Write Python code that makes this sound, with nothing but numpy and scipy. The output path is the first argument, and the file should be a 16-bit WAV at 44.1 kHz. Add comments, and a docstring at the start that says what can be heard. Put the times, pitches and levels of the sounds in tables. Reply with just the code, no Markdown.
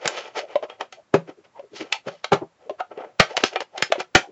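"""A folded cardboard box is turned over, set down on a table and snapped with its rubber bands.
Flaps click, and fingers slide, rub and tap on the panels, making them hiss and hum.
The box lands with a few knocks; then a stretched band slaps the lid and sets it ringing.
The room is small and dry. A close microphone cuts the top treble and overloads on the hardest blows."""
import sys
import numpy as np
from scipy import signal
from scipy.fft import rfft, irfft, next_fast_len
from scipy.io import wavfile
from scipy.ndimage import uniform_filter1d, minimum_filter1d, map_coordinates

SR = 44100
rng = np.random.default_rng(int(sys.argv[2]) if len(sys.argv) > 2 else 0)


def unload_wav(signal):
    """Save mono or channel-first audio to the path in sys.argv[1] as 16-bit WAV at rate SR, clipped to [-1, 1]."""
    wavfile.write(
        sys.argv[1],
        SR,
        np.round(np.clip(np.atleast_2d(signal).T, -1, 1) * 32767).astype(np.int16),
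    )


N = 190335
LENGTH, LEAD = 16384, 1024  # samples in one short sound, and in the scrape that leads into a blow
T = np.arange(LENGTH) / SR
HZ = np.fft.rfftfreq(LENGTH, 1 / SR)

# Flaps click. Each row: time in seconds, level in dB, tilt toward treble in dB per octave, thump in dB,
# pitch of the struck spot in Hz, build-up in seconds, ringing in dB.
FLAP_CLICKS = [(.057, -23, -0.5, -4, 2300, .0004, -9.5), (.077, -24, 3.5, -14.5, 7000, .0003, -24.5),
               (.699, -36, -4, -36, 3020, 0.00029, -1), (.81, -24.5, -4.5, -32, 3100, 0.001, -15.5),
               (.926, -40, 1.5, -40, 570, 0.00067, 2.5), (1.926, -23, 4.5, -35, 2570, 0.00066, -7),
               (2.084, -33.5, -2.5, 4, 1400, 0.0023, -25.5), (2.244, -24.5, -1, -49, 3740, 0.00026, -10.5),
               (2.806, -26.5, -5.5, -44, 1350, 0.0066, -22), (3.368, -25.5, 4.5, -18, 2040, 0.00022, -16),
               (3.376, -19.5, 0, -18, 694, 0.00063, -39), (3.559, -18, -5.5, -47, 2720, 0.00015, -2.5),
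               (3.606, -27.5, -0.5, -21.5, 398, 0.001, -23), (3.78, -29.5, 1.5, -20.5, 620, 0.0019, -1.5),
               (3.923, -12.5, -1.5, -32.5, 620, 0.0013, -19), (4.003, -27, -1, -10.5, 1034, 0.0021, -7)]
# The box lands. Each row: as for a click, then chatter fade time in seconds, lead-in scrape in dB.
BOX_KNOCKS = [(1.142, -13, -1.5, -0.5, 490, 0.0013, -3, 0.064, -18),
              (2.072, -36, -6, 4.5, 560, 0.0045, -8, .04, -32),
              (2.321, -15, -1.2, -4, 840, 0.0018, -6.5, 0.11, -32.5),
              (2.331, -18, 2.5, -1.5, 1150, 0.0013, -8.5, 0.061, -26.5),
              (2.424, -39.5, -10.5, 4, 950, 0.0099, -21, 0.084, -2)]
# The band slaps the lid. Each row: as for a knock.
BAND_SNAPS = [(3.2, -8, -0.77, -6, 1314, 0.0012, -15, 0.028, -29.5),
              (3.438, -20.5, 1.46, -5.5, 512, .0003, -11, .018, -18.5),
              (3.825, -24, 2.9, -7, 1770, .0008, -10.5, 0.013, -27.5),
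              (4.152, -7.5, 0.06, -0.5, 1404, 0.00079, -15.5, .027, -46)]
# Skin slides on card, and the rubber band fizzes briefly after two of its snaps.
# Each row: loudest moment in seconds, length in seconds, level in dB, brightness in dB.
SLIDE_STROKES = [(0.058, 0.16, -24.5, -1), (0.175, 0.16, -32, 8), (0.265, 0.074, -34.5, -3),
                 (0.377, 0.074, -21.5, 5), (.515, 0.14, -37.5, -3), (0.639, 0.042, -28, -10.5),
                 (0.712, 0.092, -40.5, -7), (0.815, 0.07, -31.5, -6.5), (1.291, 0.056, -34.5, -7.5),
                 (1.451, 0.046, -52, 3), (1.578, .08, -46, -10), (1.763, 0.09, -50, 25.5),
                 (1.813, 0.055, -32.5, 6), (1.869, 0.16, -44.5, -2), (1.952, 0.044, -50.5, 22.5),
                 (2.078, 0.055, -30, 2.5), (2.134, 0.17, -61, 18), (2.63, 0.16, -52, -14.5),
                 (2.917, 0.03, -30, -19), (3.005, 0.15, -30.5, -19), (3.305, 0.093, -35, 3),
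                 (3.407, 0.073, -34.5, 6), (3.459, 0.073, -46, 32), (3.535, 0.064, -34, -1),
                 (3.618, 0.029, -26.5, 2), (3.784, 0.15, -36.5, -2.5), (3.86, 0.046, -58, 16.5),
                 (4.004, 0.046, -26.5, 6)]
# A finger drags and a panel hums. Each row: loudest moment in seconds, level in dB, pitch in Hz.
FINGER_RUBS = [(.436, -33, 585), (.6, -39.5, 554), (0.982, -41, 646), (1.292, -36, 370), (1.389, -48, 388),
               (1.568, -43.5, 898), (1.642, -44.5, 432), (1.737, -38, 383), (1.817, -28.5, 385),
               (1.943, -31, 839), (2.131, -38.5, 564), (2.67, -45, 452), (2.92, -42, 396),
               (3.026, -39.5, 730), (3.061, -45.5, 391), (3.351, -33.5, 728), (3.54, -34, 600),
               (3.758, -33, 743), (4.238, -33.5, 746), (4.295, -42.5, 393)]
# Fingertips drum on a panel. Each row: start in seconds, level in dB, pitch in Hz.
FINGER_TAPS = [(.556, -6.5, 585), (.626, -19.5, 633), (.636, -23.5, 599), (1.594, -26.5, 572),
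               (2.695, -17.5, 610), (2.707, -24, 404), (2.805, -18, 741), (2.975, -23.5, 427),
               (3.311, -27, 497), (3.902, -27.5, 397), (3.955, -21, 566), (3.981, -22, 390)]

# Modes (natural ringing tones) of the lid and of the whole box on the table.
# Each row: pitch in Hz, level in dB, longest allowed fade time in seconds.
LID_MODES = [(368.2, -3.5, 0.33), (497, -12.5, 0.043), (759, 4, 0.076), (865, 3, 0.043), (1307, 2.5, 0.052),
             (1550, -12, 0.2), (1934, -8.5, 0.071), (2040, -5, 0.081), (2390, -5.5, 0.23),
             (3000, -3.5, 0.043), (3270, -7, 0.33), (3930, -14.5, 0.18), (4410, -4, 0.33), (5150, -5, 0.12)]
BOX_MODES = [(114, -11.5, 0.15), (138.2, -10.5, 0.27), (164.6, -1.5, 0.27), (185, -5.5, 0.17),
             (263, -5.5, 0.14), (400.4, 8, .1), (553, 1, 0.15), (650, -6, 0.058), (854, 0.5, 0.084),
             (1000, -18.5, 0.076), (1320, -7, 0.09), (1311, -5, 0.11), (1746, -10, .08)]
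# Modes of a tapped panel. Each row: multiple of its pitch, level in dB.
PANEL_MODES = [(1, 7.5), (.72, -21), (1.18, -3), (1.7, -7.5)]
# The edges, in Hz, of the five frequency ranges of a blow. The lowest range is the thump.
RANGE_EDGES_HZ = [90, 300, 650, 1100, 3000, 8000]
# The tone of each kind of blow above its thump. Each row: frequency in Hz, level in dB.
CLICK_COLOUR = [(440, -4.5), (850, -1.5), (1800, 1.5), (4900, -2)]
KNOCK_COLOUR = [(440, 3.5), (850, -3.5), (1800, -5), (4900, -14)]
SNAP_COLOUR = [(440, 1), (850, -4.5), (1800, 0.5), (4900, -2)]
# How well the box passes sound to the air, with a dip between its air resonance and lowest panel mode.
# Each row: frequency in Hz, gain in dB.
BOX_RESPONSE = [(90, 2.5), (155, 2.5), (280, -1.5), (390, 1), (500, 2.5), (730, 3), (1000, 1), (1300, 3.5),
                (1950, 3), (2700, 4), (4500, -2), (6800, -7), (8000, -14.5)]
# The light band mostly wakes the lid's upper modes. 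Each row: frequency in Hz, gain in dB.
SLAP_BOOST = [(400, -6.5), (800, 3), (1250, 9.5), (4500, 11.5)]
# Three layers of sliding noise, a fingertip's tick and the room's hush.
# Each row: frequency in Hz, level in dB.
MURMUR_COLOUR = [(80, -25), (250, -15.5), (380, 1), (560, 8), (800, -4), (1300, -8.5), (2500, -20),
                 (5000, -49)]
RASP_COLOUR = [(400, -20), (900, 6), (1400, 6), (2600, 8.5), (3400, 1.5), (6000, -37)]
HISS_COLOUR = [(1200, -33.5), (2800, 0.5), (3600, 0.5), (5000, -1), (6500, -2.5), (8000, -16.5)]
TICK_COLOUR = [(150, -31), (700, -19.5), (1400, 9.5), (2800, 15), (7000, -9), (10000, -77)]
HUSH_COLOUR = [(25, -27.5), (100, 2), (250, 1), (500, -0.5), (1000, 0), (3000, -10.5), (8000, -15.5)]
# How long the room echoes. Each row: frequency in Hz, fade time in seconds.
ECHO_FADE = [(150, 0.15), (700, 0.14), (2000, 0.14), (7000, 0.15)]
# How loud the room echoes. Each row: frequency in Hz, level in dB.
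ECHO_LEVEL = [(100, -25.5), (350, -16.5), (700, -10), (2000, -10), (7000, -13.5)]
# How much the table's reflections differ from left to right. Each row: frequency in Hz, gain in dB.
STEREO_SPREAD = [(130, 12), (500, 9), (1200, 4), (3000, 0)]


def amp(db):
    """Turn decibels into a gain."""
    return 10 ** (np.asarray(db) / 20)


def unit(x):
    """Scale to an average power of 1."""
    return x / np.sqrt(np.mean(x ** 2) + 1e-20)


def norm(x):
    """Scale to a total energy of 1."""
    return x / np.linalg.norm(x)


def fade(t, t60):
    """Die away by 60 dB in t60 seconds, the fade time."""
    return np.exp(-np.log(1000) * t / np.maximum(t60, 1e-3))


def along(points, hz):
    """Read between the rows of a frequency table, on a scale of octaves."""
    freqs, values = np.transpose(points)
    return np.interp(np.log(hz + 1), np.log(freqs + 1), values)


def wobble(rate):
    """A smooth curve through `rate` random values a second."""
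    return map_coordinates(rng.standard_normal(int(N * rate / SR) + 4), [np.arange(N) * rate / SR])


def filtered(x, response):
    """Give each frequency of x the gain that `response` returns."""
    size = next_fast_len(N + 8192)
    return irfft(rfft(x, size) * response(np.fft.rfftfreq(size, 1 / SR)), size)[..., :N]


def coloured(x, colour):
    """Shape noise with a colour table, at an average power of 1."""
    return unit(filtered(x, lambda hz: amp(along(colour, hz))))


def causal(points):
    """Turn a table of Hz and dB into a filter that never rings before it is hit (minimum phase)."""
    cepstrum = irfft(np.log(np.maximum(amp(along(points, HZ)), 1e-6)))
    cepstrum[1:LENGTH // 2] *= 2
    cepstrum[LENGTH // 2 + 1:] = 0
    return np.exp(rfft(cepstrum))


def add(track, s, sound):
    """Mix a sound in at s seconds."""
    part = track[round(s * SR):][:len(sound)]
    part += sound[:len(part)]


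def swell(s, rise, fall):
    """A loudness curve that peaks at s and is 20 dB down `rise` seconds before and `fall` after."""
    t = np.arange(N) / SR - s
    width = np.where(t < 0, rise, fall)
    return 10 ** -np.minimum(abs(t / width) ** 1.236, 20)


def in_room(sound, delay_s=.004):
    """Add the room's short echo, slightly different for every hit."""
    hz, t, noise = signal.stft(rng.standard_normal(LENGTH), SR, nperseg=256)
    dying = noise * fade(t, along(ECHO_FADE, hz)[:, None])
    tail = norm(signal.istft(dying, SR, nperseg=256)[1])
    echo = irfft(rfft(sound) * rfft(tail[:LENGTH]) * causal(ECHO_LEVEL))
    return sound + np.pad(echo, (round(delay_s * SR), 0))[:LENGTH]


def ringing(modes, t, drift=0.0065, crowd_t60=.16):
    """Card rings only briefly: its low modes waver, and its high ones crowd into a dry rasp."""
    tones = np.zeros(LENGTH)
    for hz, db, t60 in modes:
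        gain = amp(db + rng.normal(0, 4.2))
        longest = min(.22, .16 * (1000 / hz) ** .2)
        phase = 2 * np.pi * hz * t + np.cumsum(rng.normal(0, drift, LENGTH))
        tones += gain * fade(t, min(t60, longest)) * np.sin(phase)
    treble = signal.butter(2, 1500, "high", fs=SR, output="sos")
    crowd = signal.sosfilt(treble, rng.standard_normal(LENGTH)) * fade(t, crowd_t60)
    onset = 1 - fade(t, 0.0088)
    return norm(norm(tones * onset) + norm(crowd * onset))


def blow(modes, build_s, chatter_t60, scrape_db, ring_db, push_db, bass_hz):
    """The spectrum of one hit: a scrape builds to a push and a burst of chatter, and the card rings on."""
    t = T - LEAD / SR
    after, before = np.maximum(t, 0), np.maximum(-t, 0)
    chatter = fade(after, chatter_t60) * np.exp(-before / build_s)
    scrape = (t < 0) * amp(scrape_db) * fade(before, 0.025)
    contact = norm(rng.standard_normal(LENGTH) * (chatter + scrape))
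    push = (t >= 0) * np.exp(-after / 0.00027)  # card gives way, so the push is a short bump
    contact += amp(push_db) * push / push.sum()
    spectrum = rfft(contact + amp(ring_db) * ringing(modes, after))
    # small panels give off little bass
    bass_cut = (1j * HZ) ** 2 / (bass_hz ** 2 - HZ ** 2 + np.sqrt(2) * 1j * HZ * bass_hz)
    return spectrum * bass_cut * causal(BOX_RESPONSE)


def at_spot(sound, hz, boost_db=5, sharpness=5.1):
    """The stiffness of the card where it is struck lifts one pitch; the energy stays the same."""
    peak = signal.lfilter(*signal.iirpeak(hz, sharpness, fs=SR), sound)
    return norm(sound + amp(boost_db) * peak) * np.linalg.norm(sound)


def blows(table, colour, modes, gain_db, ringing_db, push_db, bass_hz):
    """Play a table of hits, each with its own loudness, brightness, thump and ring."""
    track = np.zeros(N)
    edges = np.array(RANGE_EDGES_HZ)
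    centres = np.sqrt(edges[1:] * edges[:-1])
    ranges = [(HZ >= low) & (HZ < high) for low, high in zip(edges, edges[1:])]
    for s, db, tilt, thump_db, spot_hz, build_s, ring_db, chatter_t60, scrape_db in table:
        spectrum = blow(modes, build_s, chatter_t60, scrape_db, ring_db + ringing_db, push_db, bass_hz)
        # steer each frequency range toward its wanted level
        upper_db = along(colour, centres[1:]) + tilt * np.log2(centres[1:] / 1000)
        wanted_db = gain_db + db + np.r_[thump_db, upper_db]
        energy = np.array([np.sum(abs(spectrum[part]) ** 2) for part in ranges]) * 2 / LENGTH
        sound = irfft(spectrum * causal(np.c_[centres, wanted_db - 10 * np.log10(energy)]))
        add(track, s - LEAD / SR, in_room(at_spot(sound, spot_hz)))
    return track


def flap_clicks(chatter_t60=0.025, scrape_db=-19.5):
    """Flaps and edges catch and let go, making the lid ring."""
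    rows = [(*row, chatter_t60, scrape_db) for row in FLAP_CLICKS]
    return blows(rows, CLICK_COLOUR, LID_MODES, gain_db=22.5, ringing_db=-7.5, push_db=-2, bass_hz=270)


def strokes(bright_share, grip_db=-73, restless_db=4, rise_share=.34):
    """Loudness of one sliding layer: it swells with each stroke, over a faint, shifting grip."""
    grip = amp(grip_db - 5 * bright_share + restless_db * wobble(25))
    return grip + sum(
        amp(db + bright_share * bright_db) * swell(s, rise_share * length, (1 - rise_share) * length)
        for s, length, db, bright_db in SLIDE_STROKES)


def through_lid(x, boost_db=3, sharpness=30):
    """The lid's modes stand out of whatever rubs on it."""
    def response(f):
        peaks = 0
        for hz, db, _ in LID_MODES:
            damping = 1j * f * hz / sharpness
            peaks += amp(db) * damping / (hz ** 2 - f ** 2 + damping)
        return 1 + amp(boost_db) * peaks
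    return filtered(x, response)


def slides(murmur_db=-3, rasp_db=-8.5, hiss_db=-16, grain_db=3, slip_db=2):
    """Skin or rubber sticks and slips on the paper: a fine hiss and rasp, and a murmur in the panels."""
    murmur = amp(murmur_db) * strokes(bright_share=0)
    rasp = amp(rasp_db) * strokes(bright_share=.65)
    hiss = amp(hiss_db) * strokes(bright_share=1)
    slips = amp(slip_db * wobble(120))

    def friction(colour):
        grainy = rng.standard_normal(N) * slips * amp(grain_db * wobble(1200))
        return coloured(through_lid(grainy), colour)
    return murmur * friction(MURMUR_COLOUR) + rasp * friction(RASP_COLOUR) + hiss * friction(HISS_COLOUR)


def finger_rubs(rise_s=0.026, fall_s=0.039, width_hz=170, gain_db=-1):
    """Uneven slipping keeps one panel mode going for a moment: a hollow, rough hum."""
    t = np.arange(N) / SR
    real, imaginary = (unit(wobble(width_hz) + .5 * wobble(3 * width_hz)) for _ in range(2))
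    slipping = real + 1j * imaginary  # shakes both loudness and pitch
    track = np.zeros(N)
    for s, db, hz in FINGER_RUBS:
        hum = np.real(slipping * np.exp(2j * np.pi * hz * t))
        track += amp(gain_db + db) * swell(s, rise_s, fall_s) * hum
    return track


def finger_taps(t60=0.048, attack_s=0.0026, panel_db=-1, tick_t60=0.031, drift=.012):
    """A soft fingertip ticks on a panel, which rings briefly at a pitch that depends on the grip."""
    track = np.zeros(N)
    skin = causal(TICK_COLOUR)
    for s, db, pitch in FINGER_TAPS:
        panel = np.zeros(LENGTH)
        for ratio, mode_db in PANEL_MODES:
            waver = np.cumsum(rng.normal(0, drift, LENGTH))
            panel += amp(mode_db) * np.sin(2 * np.pi * pitch * ratio * T + waver)
        panel *= fade(T, t60) * (1 - np.exp(-T / attack_s))
        burst = rng.standard_normal(LENGTH) * fade(T, tick_t60)
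        tick = norm(irfft(rfft(burst) * skin))
        tap = amp(panel_db) * panel / abs(panel).max() + tick
        add(track, s, in_room(amp(db) * tap))
    return track


def box_knocks():
    """The box lands on the table and rings as a whole."""
    return blows(BOX_KNOCKS, KNOCK_COLOUR, BOX_MODES, gain_db=26, ringing_db=-7, push_db=-6, bass_hz=143)


def air_puff(s=3.199, db=-12, hz=42, t60=0.037):
    """The first snap squeezes air out of the box onto the microphone, mostly on the left."""
    track = np.zeros(N)
    add(track, s, amp(db) * np.sin(2 * np.pi * hz * T) * fade(T, t60))
    return np.outer([1, .2], track)


def band_snaps():
    """A stretched rubber band slaps the lid and wakes mostly its upper modes."""
    modes = [(hz, db + along(SLAP_BOOST, hz), t60) for hz, db, t60 in LID_MODES]
    return blows(BAND_SNAPS, SNAP_COLOUR, modes, gain_db=28.5, ringing_db=-1.5, push_db=1, bass_hz=149)


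def table_reflections(box, snaps, t60=0.013):
    """Sound off the table reaches left and right a little differently, most of all for the snaps."""
    scatter = norm(rng.standard_normal(LENGTH) * fade(T, t60))
    reflected = signal.fftconvolve(amp(-28.5) * box + amp(-30) * snaps, scatter)[:N]
    return filtered(reflected, lambda hz: amp(along(STEREO_SPREAD, hz)))


def suppress(x, threshold_db=-52, slope=0.24, depth_db=7):
    """A noise suppressor turns down whatever stays under its threshold."""
    power = uniform_filter1d(x.mean(0) ** 2, size=900)
    level_db = 10 * np.log10(abs(power) + 1e-12)
    gain_db = np.clip(slope * (level_db - threshold_db), -depth_db, 0)
    return x * amp(uniform_filter1d(gain_db, size=400))


def scene(low_cut_hz=110):
    """The box is handled straight ahead of the microphone, over a faint room hush."""
    snaps = band_snaps()
    box = snaps + box_knocks() + flap_clicks() + finger_taps() + slides() + finger_rubs()
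    # the microphone loses the deepest bass
    box = signal.sosfilt(signal.butter(2, low_cut_hz, "high", fs=SR, output="sos"), box)
    hush = amp(-63) * coloured(rng.standard_normal(N), HUSH_COLOUR)
    side = table_reflections(box, snaps)
    return np.array([box + side, box - side]) + hush + air_puff()


def record(dry, top_hz=7650, limit=1.1):
    """The microphone hushes the pauses, cuts the top treble, holds down peaks and clips what is left."""
    x = filtered(suppress(dry), lambda hz: 1 / np.sqrt(1 + (hz / top_hz) ** 76))
    needed_gain = np.minimum(1, limit / (abs(x).max(0) + 1e-9))
    smooth_gain = uniform_filter1d(minimum_filter1d(needed_gain, size=41), size=41)
    clipped = np.clip(x * smooth_gain, -.98, .98)
    return filtered(clipped, lambda hz: hz < 16400)


dry = scene()
out = record(dry)
unload_wav(out)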